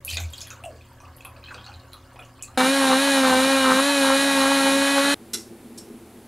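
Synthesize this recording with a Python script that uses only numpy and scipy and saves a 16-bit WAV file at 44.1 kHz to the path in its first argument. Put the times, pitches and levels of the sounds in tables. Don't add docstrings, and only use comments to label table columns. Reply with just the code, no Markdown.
import sys
import numpy as np
from scipy import signal
from scipy.fft import rfft, irfft, next_fast_len
from scipy.io import wavfile
from scipy.ndimage import map_coordinates

SR = 44100
rng = np.random.default_rng(int(sys.argv[2]) if len(sys.argv) > 2 else 0)


def elevation(decibels):
    levels = np.asarray(decibels, float)
    return 10 ** (levels / 20)


def master(y):
    cut = np.clip(np.atleast_2d(y).T, -1, 1)
    pcm = np.round(cut * 32767)
    wavfile.write(sys.argv[1], SR, pcm.astype(np.int16))


N = 276795
T = np.arange(N) / SR
FREE_HZ, CRUISE_HZ = 289.4, 276
CHURN_DB = -27.5


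def blender():
    # [t/s, f/Hz]
    speed = [(2.6, 255.5), (2.755, 274.5), (2.93, 261.7), (3.045, 277.7), (3.34, 258.1), (3.52, 270.6),
             (3.72, 260.2), (3.89, 283.3), (4.09, 269.2), (4.25, 277.1), (4.44, 270.2), (4.53, 276.3),
             (4.62, 272.3), (4.96, 278.3), (4.99, 275.7), (5.05, 279.8), (5.13, 283.8)]
    # [t/s, load/dB, rise/s per 10 dB, fall/s per 10 dB]
    kernels = [(2.615, -18.5, 0.1, 0.049), (2.84, -21.5, 0.089, .2), (2.93, -16, 0.06, 0.029),
               (3.2, -20.5, 0.1, 0.0098), (3.24, -19, 0.029, 0.29), (3.35, -26.5, 0.23, .14),
               (3.5, -23.5, 0.065, 0.26), (3.62, -41, 0.22, .2), (3.71, -16, 0.13, 0.044),
               (3.8, -21, 0.048, 0.0047), (4.13, -18.5, 0.14, 0.022), (4.44, -21, 0.076, 0.05),
               (4.68, -28, 0.29, .11), (4.82, -29, 0.019, 0.25), (4.98, -24, 0.041, 0.06),
               (4.52, -17, 0.012, 0.013), (5.05, -30, 0.024, 0.03)]
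    hz = eased(speed)
    load_db = swells(kernels, rest_db=-38)
    turn = np.cumsum(hz * (1 + 0.0006 * wobble(60))) / SR
    return whine(hz, load_db, turn) + churn(turn) + flung_milk(hz) + knocks(load_db, turn)


def whine(hz, load_db, turn):
    # [multiple of shaft speed, level/dB]
    shaft = [(1, 0), (2, -2.5), (3, -11), (4, -10.5), (5, -14), (6, -7.5), (7, -12.5), (8, -21), (9, -10.5),
             (10, -23), (11, -12.5), (12, -21), (13, -28), (14, -15), (15, -16), (16, -23), (17, -25)]
    # [multiple of shaft speed, level/dB]
    commutator = [(18, -26), (20, -21), (21, -26), (23, -30), (24, -25), (27, -25), (29, -28), (30, -21.5),
                  (33, -20.5), (40, -29)]
    # [multiple of shaft speed, level/dB]
    vent_orders = [(34, -4), (35, -1), (36, 3), (37, -1), (38, -4)]
    # [f/Hz, width/Hz, level/dB]
    vent = [(9820, 750, -21)]
    tone_db = -26.5 + 0.2071 * np.minimum(FREE_HZ - hz, 18)
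    out = np.zeros(N)
    for order, db in shaft + commutator:
        rough = order in (3, 5)
        if rough:
            flutter_db = 4.5 * wobble(45)
        else:
            flutter_db = min(0.8 * order, 1.9) * wobble(24)
        if order < 3:
            level_db = tone_db + 0.19 * (order - 1) * (load_db + 26)
        else:
            level_db = CHURN_DB + 3.8
        if 26 < order < 31:
            level_db = level_db + 0.42 * (hz - CRUISE_HZ)
        level_db = level_db + db + flutter_db + 0.4 * rough * (load_db + 24)
        out += elevation(level_db) * shaft_tone(order, turn)
    for order, db in vent_orders:
        lift = abs(resonant(vent)(order * hz)) ** 2 / elevation(vent[0][2])
        out += elevation(CHURN_DB + db + 6 + 1.8 * wobble(25.07)) * lift * shaft_tone(order, turn)
    return out


def shaft_tone(order, turn):
    if order < 3:
        lag_turns = (0.34, 0.14)[order - 1]
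        phase = -2 * np.pi * order * lag_turns
    elif order < 9:
        phase = np.angle(guard(order * FREE_HZ)) + 2 * np.pi * 0.09 * wobble(5)
    else:
        phase = -2 * np.pi * rng.random()
    return np.sqrt(2) * np.cos(2 * np.pi * order * turn + phase)


def churn(turn):
    # [f/Hz, level/dB per Hz]
    churn_colour = [(40, -35), (120, -23), (210, -15.5), (400, -19.5), (650, -8), (900, -19), (1500, -9.5),
                    (2700, -17.5), (5100, -25.5), (7200, -17.5), (8100, -24), (9000, -15.5), (12100, -21.5),
                    (12300, -32), (15700, -46)]
    # [f/Hz, width/Hz, level over the churn/dB]
    housing = [(3983, 405, 18.5), (900, 23, 20)]
    gate = 1 + 0.09 * np.cos(2 * np.pi * turn)
    colour = lambda f: elevation(along(churn_colour, f)) * (1 + abs(resonant(housing)(f)))
    roar = unit(filtered(gate * rng.standard_normal(N), colour))
    return elevation(CHURN_DB + 2.5 + 0.6 * wobble(25)) * roar


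def flung_milk(hz):
    # [f/Hz, level/dB per Hz]
    slop_colour = [(110, -52), (160, -7), (215, 1.5), (340, -3.5), (460, -1.5), (560, -34)]
    # [f/Hz, level/dB per Hz]
    mist_colour = [(11500, -60), (12300, 3), (15700, -8), (15900, -80)]
    drag_hz = CRUISE_HZ - hz
    slop = elevation(-44 + 0.53 * drag_hz + 2.6 * wobble(15)) * noise(slop_colour)
    fine_mist = elevation(-57 + 0.14 * drag_hz + 1.5 * wobble(14)) * noise(mist_colour)
    return slop + fine_mist


def knocks(load_db, turn):
    # [t/s, peak/dB, ring f/Hz]
    whole_kernels = [(2.581, -13, 1380), (2.601, -12, 1130), (2.609, -5, 1450), (2.617, -11, 1420),
                     (2.645, -12, 1200), (2.817, -13, 900), (2.84, -10, 1050), (2.852, -13, 1000),
                     (2.904, -11, 1000), (2.919, -9, 1170), (2.931, -6, 1090), (2.939, -8, 1110),
                     (2.954, -13, 1200), (3.075, -13, 1090), (3.234, -8, 1240), (3.242, -12, 1160),
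                     (3.249, -5, 1300), (3.253, -8, 1400), (3.272, -8, 1050), (3.283, -10, 950),
                     (3.306, -10, 1200), (3.329, -9, 950), (3.338, -10, 950), (3.347, -12, 1000),
                     (3.658, -10, 1310), (3.673, -6, 1140), (3.688, -10, 1300), (3.7, -8, 1240),
                     (3.711, -8, 1310), (3.719, -3, 1220), (3.731, -10, 1250), (3.764, -12, 1320),
                     (3.772, -12, 1160), (3.791, -11, 1100), (3.798, -10, 1200), (4.046, -12, 1070),
                     (4.065, -11, 1210), (4.09, -9, 1340), (4.098, -11, 1110), (4.105, -7, 1070),
                     (4.116, -10, 1280), (4.12, -9, 1240), (4.124, -10, 1390), (4.377, -14, 950),
                     (4.418, -12, 1100), (4.438, -11, 1000), (4.457, -10, 1160), (4.519, -9, 1100),
                     (4.672, -14, 1500), (4.818, -13, 1500), (4.981, -6, 1380), (5.049, -9, 1390)]
    blow_at = np.flatnonzero(np.diff(np.floor(turn)))
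    draw = rng.standard_normal((len(blow_at), 2))
    sizes = elevation(3.5 * np.clip(draw[:, 0], -3, 1) + 1)
    struck = [np.argmin(abs(blow_at - s * SR)) for s, db, ring_hz in whole_kernels]
    sizes[struck] = 0
    jittered = np.clip(blow_at + (6 * draw[:, 1]).astype(int), 0, N - 1)
    blows = np.bincount(jittered, sizes, N)
    spatter = 0.025 * (1 + np.cos(2 * np.pi * turn)) * rng.standard_normal(N)
    force_db = 1.6 * (load_db + 22)
    ordinary = filtered((blows + spatter) * elevation(force_db + 4), guard)

    floor = lambda f: (1j * f / (420 + 1j * f)) ** 2
    impulse = np.eye(1, 400)[0]
    crest = np.argmax(filtered(impulse, lambda f: guard(f) * floor(f)))
    t, cracks = np.arange(-80, 400) / SR, np.zeros(N)
    for which, (s, db, ring_hz) in zip(struck, whole_kernels):
        at = blow_at[which] + crest - 80
        cycles = np.where(t < 0, 0.6, 1.1)
        ring = np.cos(2 * np.pi * ring_hz * t) * np.exp(-abs(t) * ring_hz / cycles)
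        cracks[at:][:len(t)] += elevation(db - 1.5) * ring

    gurgle_db = -41 + 0.54 * (load_db + 20.5) + 2.5 * wobble(12)
    gurgle = elevation(gurgle_db) * grains(count=1500, hz=900, spread=0.2, cycles=2.5, scatter_db=3)
    return cracks + filtered(ordinary + gurgle, floor)


def guard(f):
    # [f/Hz, width/Hz, level/dB]
    bell = [(920, 230, 6.5), (1390, 660, 0), (2700, 1100, -14)]
    return -resonant(bell)(f) / (1 + 1j * f / 4900)


def pour():
    # [t/s, level/dB]
    flow = [
        (0.0, -53),
        (0.06, -50.5),
        (0.19, -55),
        (0.3, -55),
        (0.55, -52),
        (0.9, -55.5),
        (1.55, -52.5),
        (1.9, -52.5),
        (2.33, -55),
        (2.56, -51.5),
    ]
    # [t/s, level/dB]
    splash = [(0.02, -71), (0.08, -47), (0.138, -37.5), (0.19, -43.5), (0.29, -57), (0.42, -52),
              (0.62, -65), (1.38, -67.5), (1.52, -61), (1.72, -61), (1.86, -65)]
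    # [f/Hz, level/dB per Hz]
    fizz_colour = [(880, -58), (1800, -22), (2470, -0.5), (3060, -1), (3540, -4), (4660, 2.5), (5450, -3.5),
                   (7090, 1.5), (7600, 2.5), (15500, 8)]
    (flow_db,) = curves(flow)
    (fizz_db,) = curves(splash)
    fizz = grains(count=6000, hz=4400, spread=0.5, cycles=5.7, scatter_db=6.5)
    fizz = unit(filtered(fizz, lambda hz: elevation(along(fizz_colour, hz))))
    gurgle = grains(count=2000, hz=1180, spread=0.386, cycles=4, scatter_db=-0.5)
    stream = elevation(fizz_db + 2.5) * fizz + elevation(flow_db - 2 + 1.63 * wobble(12.37)) * gurgle
    return stream + drops() + sprays() + glugs() + kitchen()


def drops():
    # [t/s, peak/dB, bubble f/Hz]
    falling_drops = [(0.0788, -24.5, 2570), (0.089, -20.5, 3120), (0.1, -24, 3040), (0.1117, -21, 3900),
                     (0.131, -35, 1950), (0.132, -25.5, 2480), (0.1695, -28, 2030), (0.762, -46, 4500),
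                     (0.1702, -16.5, 3600), (0.171, -22, 2470), (0.2006, -35, 2300), (0.237, -34.5, 2290),
                     (0.336, -26.5, 3220), (0.382, -26, 4430), (0.408, -30.5, 3400), (0.4167, -25, 5140),
                     (0.4708, -35.5, 3330), (0.45, -40, 2700), (0.507, -31.5, 2530), (0.6385, -28, 2690),
                     (0.652, -45, 2820),
                     (0.81, -40.5, 2470), (1.002, -46, 2450), (1.052, -41, 2620), (1.207, -35, 2540),
             (1.224, -46, 4100), (1.251, -29, 2540), (1.181, -48, 2950), (1.3632, -41, 2570),
             (1.366, -42, 4500), (1.429, -41, 2500), (1.545, -33, 4500), (1.587, -37, 3350),
             (1.611, -44, 4600), (1.681, -36, 4400), (1.718, -42, 2480), (1.44, -32, 4060),
             (1.459, -34, 3100), (1.475, -36, 2510), (1.486, -33, 2540), (1.543, -32, 2540),
             (1.579, -36, 3160), (1.609, -40, 3200), (1.643, -34, 3910), (1.664, -30, 4240),
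             (1.7399, -33.5, 4030), (1.798, -40.5, 4200), (1.9213, -45, 3950), (1.933, -30, 4030),
             (2.1585, -42, 2500), (2.1923, -32, 2460), (2.2237, -37, 2900), (2.236, -42.5, 2520),
             (2.41, -39, 2900), (2.393, -42.5, 2520), (2.434, -31.5, 2560), (2.478, -42, 4030)]
    # [f/Hz, t60/s]
    pan_wall = [(2500, 0.1), (3350, 0.08), (4050, 0.035)]
    out, t = np.zeros(N + SR), np.arange(SR // 12) / SR
    for s, db, hz in falling_drops:
        wall = np.zeros(len(t))
        for mode_hz, t60 in pan_wall:
            wall += elevation(-27 + rng.normal(0, 3) - 60 * t / t60) * np.sin(2 * np.pi * mode_hz * t)
        late = np.clip(t - 0.012 * rng.random(), 0, 1)
        twin = elevation(-9) * bubble(rng.uniform(2500, 4500), 7, late)
        rise = 1 - np.exp(-0.6 * hz * t)
        add(out, s, elevation(db) * rise * (bubble(hz, 7, t) + twin + wall), room_db=-1)
    return out[:N]


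def sprays():
    # [t/s, peak/dB, f/Hz]
    thrown = [(0.0493, -16.5, 11200), (0.0697, -32, 11500), (0.0897, -27, 8150), (0.101, -21.5, 5950),
              (0.171, -20, 6600), (0.202, -25, 6190), (0.2374, -33, 7000), (0.3341, -30.5, 7140),
              (0.381, -37, 11100), (0.4063, -27, 6580), (0.4146, -23.5, 6640), (0.4718, -33, 11100),
              (0.5045, -26.5, 6500), (0.6384, -35, 9420), (0.652, -32.5, 8350), (1.0026, -40, 5810),
              (1.1663, -34.5, 11700), (1.207, -44, 7110), (1.2496, -26.5, 10900), (1.544, -40, 5700),
              (1.664, -40, 5950), (1.932, -35.5, 10400), (2.1914, -41, 9900), (2.2503, -44, 6700),
              (2.4245, -19.5, 7430), (2.432, -32, 7460), (2.4255, -28, 9700)]
    cycles, overtone = 2.67, 1.45
    out, t = np.zeros(N + SR), np.arange(SR // 12) / SR
    for s, db, hz in thrown:
        snap = np.gradient(elevation(-13 - 60 * t / 0.00036) * rng.standard_normal(len(t)))
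        ring = bubble(hz, cycles, t)
        if overtone * hz < SR / 3:
            ring = ring + elevation(-10) * bubble(overtone * hz, cycles, t)
        rise = 1 - np.exp(-hz * t / 0.51)
        add(out, s, elevation(db + 5.5) * (ring * rise + snap), room_db=2.5)
    bright = signal.butter(7, 5700, "high", fs=SR, output="sos")
    return signal.sosfilt(bright, out)[:N]


def glugs():
    # [t/s, peak/dB, f/Hz]
    large = [(0.176, -32, 1510), (0.181, -30.5, 675), (0.19, -33, 1500), (0.2, -33, 700), (0.24, -42, 1300),
             (0.468, -36, 1750), (0.5, -36, 1500), (0.509, -32, 1420), (0.53, -40, 1200),
             (0.575, -39, 1450), (0.605, -43, 1250), (1.004, -39.5, 945), (1.035, -38, 1150),
             (1.067, -35.5, 1060), (1.096, -42, 1050), (1.25, -32, 1070), (1.268, -33, 1050),
             (1.31, -44, 1050), (1.44, -43, 1670), (1.484, -33, 1590), (1.508, -26.5, 1490),
             (1.518, -31, 1100), (1.545, -35, 1390), (1.58, -34, 1450), (1.666, -33.5, 1380),
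             (1.687, -34, 845), (1.69, -37, 1400), (1.941, -32.5, 1200), (2.158, -38, 745),
             (2.196, -36, 700), (2.19, -34, 1300), (2.383, -40.5, 1140), (2.483, -38, 1250)]
    # [t/s, peak/dB, f/Hz]
    bloop = [
        (0.6405, -30, 730),
        (0.6575, -28, 690),
        (0.672, -33, 650),
        (0.686, -33, 632),
        (0.703, -38, 537),
    ]
    # [t/s, peak/dB, f/Hz]
    slosh = [
        (0.729, -32, 396),
        (1.548, -28, 517),
        (1.589, -38, 260),
    ]
    out, t = np.zeros(N + SR), np.arange(SR // 12) / SR
    glug = lambda db, hz, cycles: elevation(db - 4.5) * bubble(hz, cycles, t) * (1 - np.exp(-hz * t / 0.24))
    for s, db, hz in large:
        add(out, s, glug(db, hz, 2.64), room_db=5.5 + 3 * np.log2(hz / 1000))
    for s, db, hz in bloop:
        swell = (1 - np.exp(-hz * t / 2.9)) ** 2 * np.exp(-hz * t / 2.9)
        sagging = np.sin(2 * np.pi * hz * t * (1 - 1.5 * t))
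        add(out, s, elevation(db + 14) * swell * sagging, room_db=-6)
    for s, db, hz in slosh:
        add(out, s, glug(db, hz, 0.76), room_db=6)
    return out[:N]


def snaps():
    # [t/s, peak/dB, f/Hz]
    contacts = [(0.0492, -20, 11100), (0.0518, -21, 11600), (0.0702, -22, 11500), (0.108, -23, 4800),
                (0.113, -24, 4500), (0.133, -23, 4510), (0.1703, -11.5, 4200), (0.1838, -23, 2900),
                (0.2018, -25, 6190), (0.238, -31, 7090), (0.3348, -29, 3320), (0.382, -32, 4430),
                (0.4163, -27, 6600), (0.5048, -28, 6290), (0.638, -33, 2630), (1.1672, -41, 12000),
                (1.2067, -39, 2520), (1.2498, -32, 2520), (1.933, -31, 3890), (2.1595, -36, 2500),
                (1.545, -30, 4500), (1.5085, -34, 1600), (2.4249, -28, 8000), (5.345, -16, 7930),
                (5.351, -15, 5450)]
    out, t = np.zeros(N + SR), np.arange(SR // 200) / SR
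    for s, db, hz in contacts:
        add(out, s, elevation(db + 1) * bubble(hz, 0.9, t), room_db=-11)
    return out[:N]


def whisk():
    # [t/s, peak/dB, low modes/dB, hiss/dB]
    ticks = [
        (5.3328, -16.5, 0.5, 1.5),
        (5.775, -29, -21, -0.5),
    ]
    # [f/Hz, level/dB, t60/s]
    wire_modes = [(2040, -12, 0.28), (2820, -9, 0.18), (3470, -2, 0.15), (4020, 1.5, 0.14),
                  (5440, -2, 0.28), (5670, -8, 0.29), (5970, -17, 0.17), (6713, -17, 0.14),
                  (7350, -3, 0.15), (8100, -1, 0.22), (9400, -6, 0.18), (10100, -1.5, 0.11),
                  (10900, -11, 0.17), (11720, -24, 0.15)]
    # [f/Hz, level/dB per Hz]
    tick_air = [(530, -62), (900, -35), (1470, -4.5), (1620, -20), (1990, -15), (3090, -14), (5310, -3.5),
                (12100, -10), (15800, -34)]
    out, t = np.zeros(N), np.arange(SR // 3) / SR
    for s, db, low_db, hiss_db in ticks:
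        wires = np.zeros(len(t))
        for hz, level, t60 in wire_modes:
            decay = elevation(level + low_db * (hz < 4500) - 60 * t / t60)
            ring = np.sin(2 * np.pi * (hz * t + 0.13 * wobble(210, size=len(t))))
            wires += decay * (1 - np.exp(-t * hz / 18)) * ring
        colour = [(hz, level + low_db * (hz < 1600)) for hz, level in tick_air]
        colour += [(15998 + 200 * (low_db > 0), -120)]
        air = elevation(hiss_db - 60 * t / 0.31) * noise(colour, size=len(t))
        shape = (1 + 1.2 * np.exp(-t / 0.018)) * (1 - np.exp(-t / 0.003))
        chatter = 1 + 0.1 * wobble(250, size=len(t))
        out[round(s * SR):][:len(t)] += elevation(db - 15.5) * (wires + air) * shape * chatter
    return out


def simmer():
    # [t/s, level/dB, rise/s per 10 dB, fall/s per 10 dB]
    boils = [
        (5.412, -38.5, 0.18, .024),
        (5.516, -39, 0.11, 0.029),
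        (5.56, -45, .1, .6),
        (5.91, -43, 0.52, .035),
        (6.18, -46, 2.5, 0.034),
        (6.26, -51, .12, .02),
    ]
    # [f/Hz, width/Hz, level/dB]
    pan_modes = [(111, 29, -7), (231.6, 34, 1), (339, 21.3, 1.5), (416, 51, -3.5)]
    # [f/Hz, level/dB per Hz]
    stove_air = [(15, -48), (25, -13), (157, -16), (222, -2), (276, -8.5), (425, -9), (587, -15),
                 (791, -15.5), (1120, -21.5), (4570, -30), (5520, -33.5), (10500, -27.5), (15800, -38)]
    ring = resonant(pan_modes)
    thuds = rng.standard_normal(N) * elevation(np.clip(5.4 * wobble(50), -8, 5))
    rumble = elevation(swells(boils, rest_db=-59)) * unit(filtered(thuds, lambda f: ring(f) ** 2))
    boom = elevation(-61.5 + 3.4 * wobble(11)) * table()
    return rumble + elevation(-48.5) * noise(stove_air) + boom + fridge_line(db=-57) + whisk()


def froth():
    # [t/s, peak/dB, f/Hz]
    foam = [
        (5.4635, -44, 10500),
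        (5.731, -52, 7000),
        (5.743, -52, 6000),
        (5.847, -48, 10500),
        (5.855, -52, 8500),
        (5.876, -46, 9000),
        (5.888, -50, 7000),
        (5.941, -48, 10500),
    ]
    out, t = np.zeros(N + SR), np.arange(SR // 200) / SR
    for s, db, hz in foam:
        add(out, s, elevation(db) * bubble(hz, 2.5, t) * (1 - np.exp(-hz * t)), room_db=-8)
    return out[:N]


def nudged_table():
    # [t/s, level/dB, rise/s per 10 dB, fall/s per 10 dB]
    nudges = [(0.14, -31.5, .02, 0.1), (0.26, -28, 0.1, 0.038), (0.41, -46, .05, .06),
              (0.8, -50, 0.99, 0.16), (1.1, -46.5, .15, 0.041), (1.28, -50.5, .02, .7),
              (1.58, -48, .07, 0.092), (1.78, -44, 0.089, 0.033), (2.06, -53, .9, .03),
              (2.57, -48, 0.091, 0.038), (2.93, -54.5, 0.25, 0.05), (3.35, -44.5, 0.081, 0.096),
              (3.6, -49, .1, 0.2), (3.86, -55, .02, 0.019), (4.28, -54.5, 0.61, 0.026),
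              (4.36, -51.5, 0.016, 0.29), (4.84, -53.5, 0.36, 0.019), (5.14, -53, .02, 0.022)]
    return elevation(swells(nudges, rest_db=-67)) * table()


def table():
    return np.sqrt(2) * np.sin(2 * np.pi * (82 * T + 0.14 * wobble(11)))


def kitchen():
    # [f/Hz, level/dB]
    hum = [(118.4, -53), (263.8, -61.5), (360.7, -65), (538.3, -63), (748.3, -87)]
    # [f/Hz, level/dB per Hz]
    kitchen_air = [(15, -45), (25, 2), (107, 1.5), (141, -6.5), (184, -10), (255, -5), (437, -16),
                   (527, -12), (729, -25), (2260, -19.5), (2460, -54), (5520, -31.5), (15800, -32)]
    out = elevation(-54.5) * noise(kitchen_air)
    for hz, db in hum:
        line = np.sin(2 * np.pi * (hz * T + 0.2 * wobble(6.2)))
        out += elevation(db + 1.5 + 1.1 * wobble(7.25)) * line
    return out


def fridge_line(db):
    return elevation(db + 1.9 * wobble(3.9)) * np.sin(2 * np.pi * (118 * T + 0.11 * wobble(7)))


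def left_right_difference(quiet):
    # [f/Hz, level/dB per Hz]
    hiss_colour = [(59, -54), (100, -22), (396, -5), (2240, -10), (2710, -6), (3720, -5), (15700, -3)]
    # [t/s, level/dB]
    treble_bursts = [
        (3.165, -43),
        (3.515, -42),
        (3.835, -47),
        (4.0, -41),
    ]
    treble = noise([(5300, -120), (5500, 0), (11000, -2), (13500, -8), (13800, -120)])
    side = elevation(-66.5) * noise(hiss_colour) * quiet
    for s, db in treble_bursts:
        side += treble * elevation(db) * np.clip(1.5 - abs(T - s) / 0.016, 0, 1)
    return side


def bubble(hz, cycles, t):
    turns = hz * t / np.clip(cycles, 0.5, 30)
    return np.sin(2 * np.pi * hz * t * (1 + 0.0039 * turns)) * np.exp(-turns)


def grains(count, hz, spread, cycles, scatter_db):
    draw = rng.random((count, 2))
    pitch = np.clip(hz * np.exp(spread * rng.standard_normal(count)), 200, 15000)[:, None]
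    t = np.arange(400) / SR
    size = elevation(scatter_db * (4.3 * draw[:, 1:] - 2))
    ring = np.sin(2 * np.pi * pitch * t) * np.exp(-pitch * t / cycles) * size
    at = (draw[:, :1] * N).astype(int) + np.arange(400)
    close = np.bincount(at.ravel(), ring.ravel(), N + 400)[:N]
    return unit(close + elevation(1.5) * signal.fftconvolve(close, echo())[:N])


def add(out, s, close, room_db):
    wet = elevation(room_db) * signal.fftconvolve(close, echo())
    start = round(s * SR)
    out[start:][:len(close)] += close
    out[start + 60:][:len(wet)] += wet


def echo():
    # [f/Hz, t60/s]
    room = [(500, 0.28), (3000, 0.18), (12000, 0.17)]
    hz, t, z = signal.stft(rng.standard_normal(SR // 4), SR, nperseg=256)
    decay = elevation(-60 * t / along(room, hz)[:, None])
    tail = signal.istft(z * decay, SR, nperseg=256)[1]
    return tail / np.linalg.norm(tail)


def swells(rows, rest_db):
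    levels = []
    for s, db, rise, fall in rows:
        levels.append(db - 10 * np.where(T < s, (s - T) / rise, (T - s) / fall))
    return np.max(levels, axis=0).clip(rest_db)


def eased(rows):
    s, v = np.transpose(rows)
    index = np.arange(len(s))
    step, part = np.divmod(np.interp(T, s, index), 1)
    return np.interp(step + 0.5 - 0.5 * np.cos(np.pi * part), index, v)


def curves(rows):
    s, *cols = np.transpose(rows)
    return [np.interp(T, s, c) for c in cols]


def wobble(rate, size=N):
    knots = rng.standard_normal(int(size * rate / SR) + 4)
    return map_coordinates(knots, [T[:size:8] * rate]).repeat(8)[:size]


def noise(spectrum, size=N):
    return unit(filtered(rng.standard_normal(size), lambda hz: elevation(along(spectrum, hz))))


def resonant(modes):
    def response(f):
        total = 0
        for k, (c, w, db) in enumerate(modes):
            total = total + (-1) ** k * elevation(db) * 1j * f * w / (c * c - f * f + 1j * f * w)
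        return total
    return response


def filtered(x, response):
    m = next_fast_len(len(x) + 8192)
    return irfft(rfft(x, m) * response(np.fft.rfftfreq(m, 1 / SR)), m)[:len(x)]


def along(points, hz):
    f, v = np.transpose(points)
    return np.interp(np.log(hz + 1), np.log(f + 1), v)


def unit(x):
    return x / np.sqrt(np.mean(x ** 2) + 1e-20)


def scene():
    cuts = (2.5748, 5.144)
    first, second = (np.clip((T - s) / 0.000087, 0, 1) for s in cuts)
    mono = (1 - first) * pour() + first * (1 - second) * blender() + second * simmer()
    mono += snaps() + froth() + (1 - second) * nudged_table()
    side = left_right_difference(quiet=1 - first + second)
    fade_in = np.clip((T - 0.004) / 0.0016, 0, 1)
    return np.array([mono + side, mono - side]) * fade_in


def roll_off(x):
    return signal.sosfilt(signal.butter(12, 16630, fs=SR, output="sos"), x)


def record(dry):
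    kept = np.array([filtered(x, lambda hz: hz < 15750) for x in dry])
    return roll_off(kept)


dry = scene()
out = record(dry)
master(out)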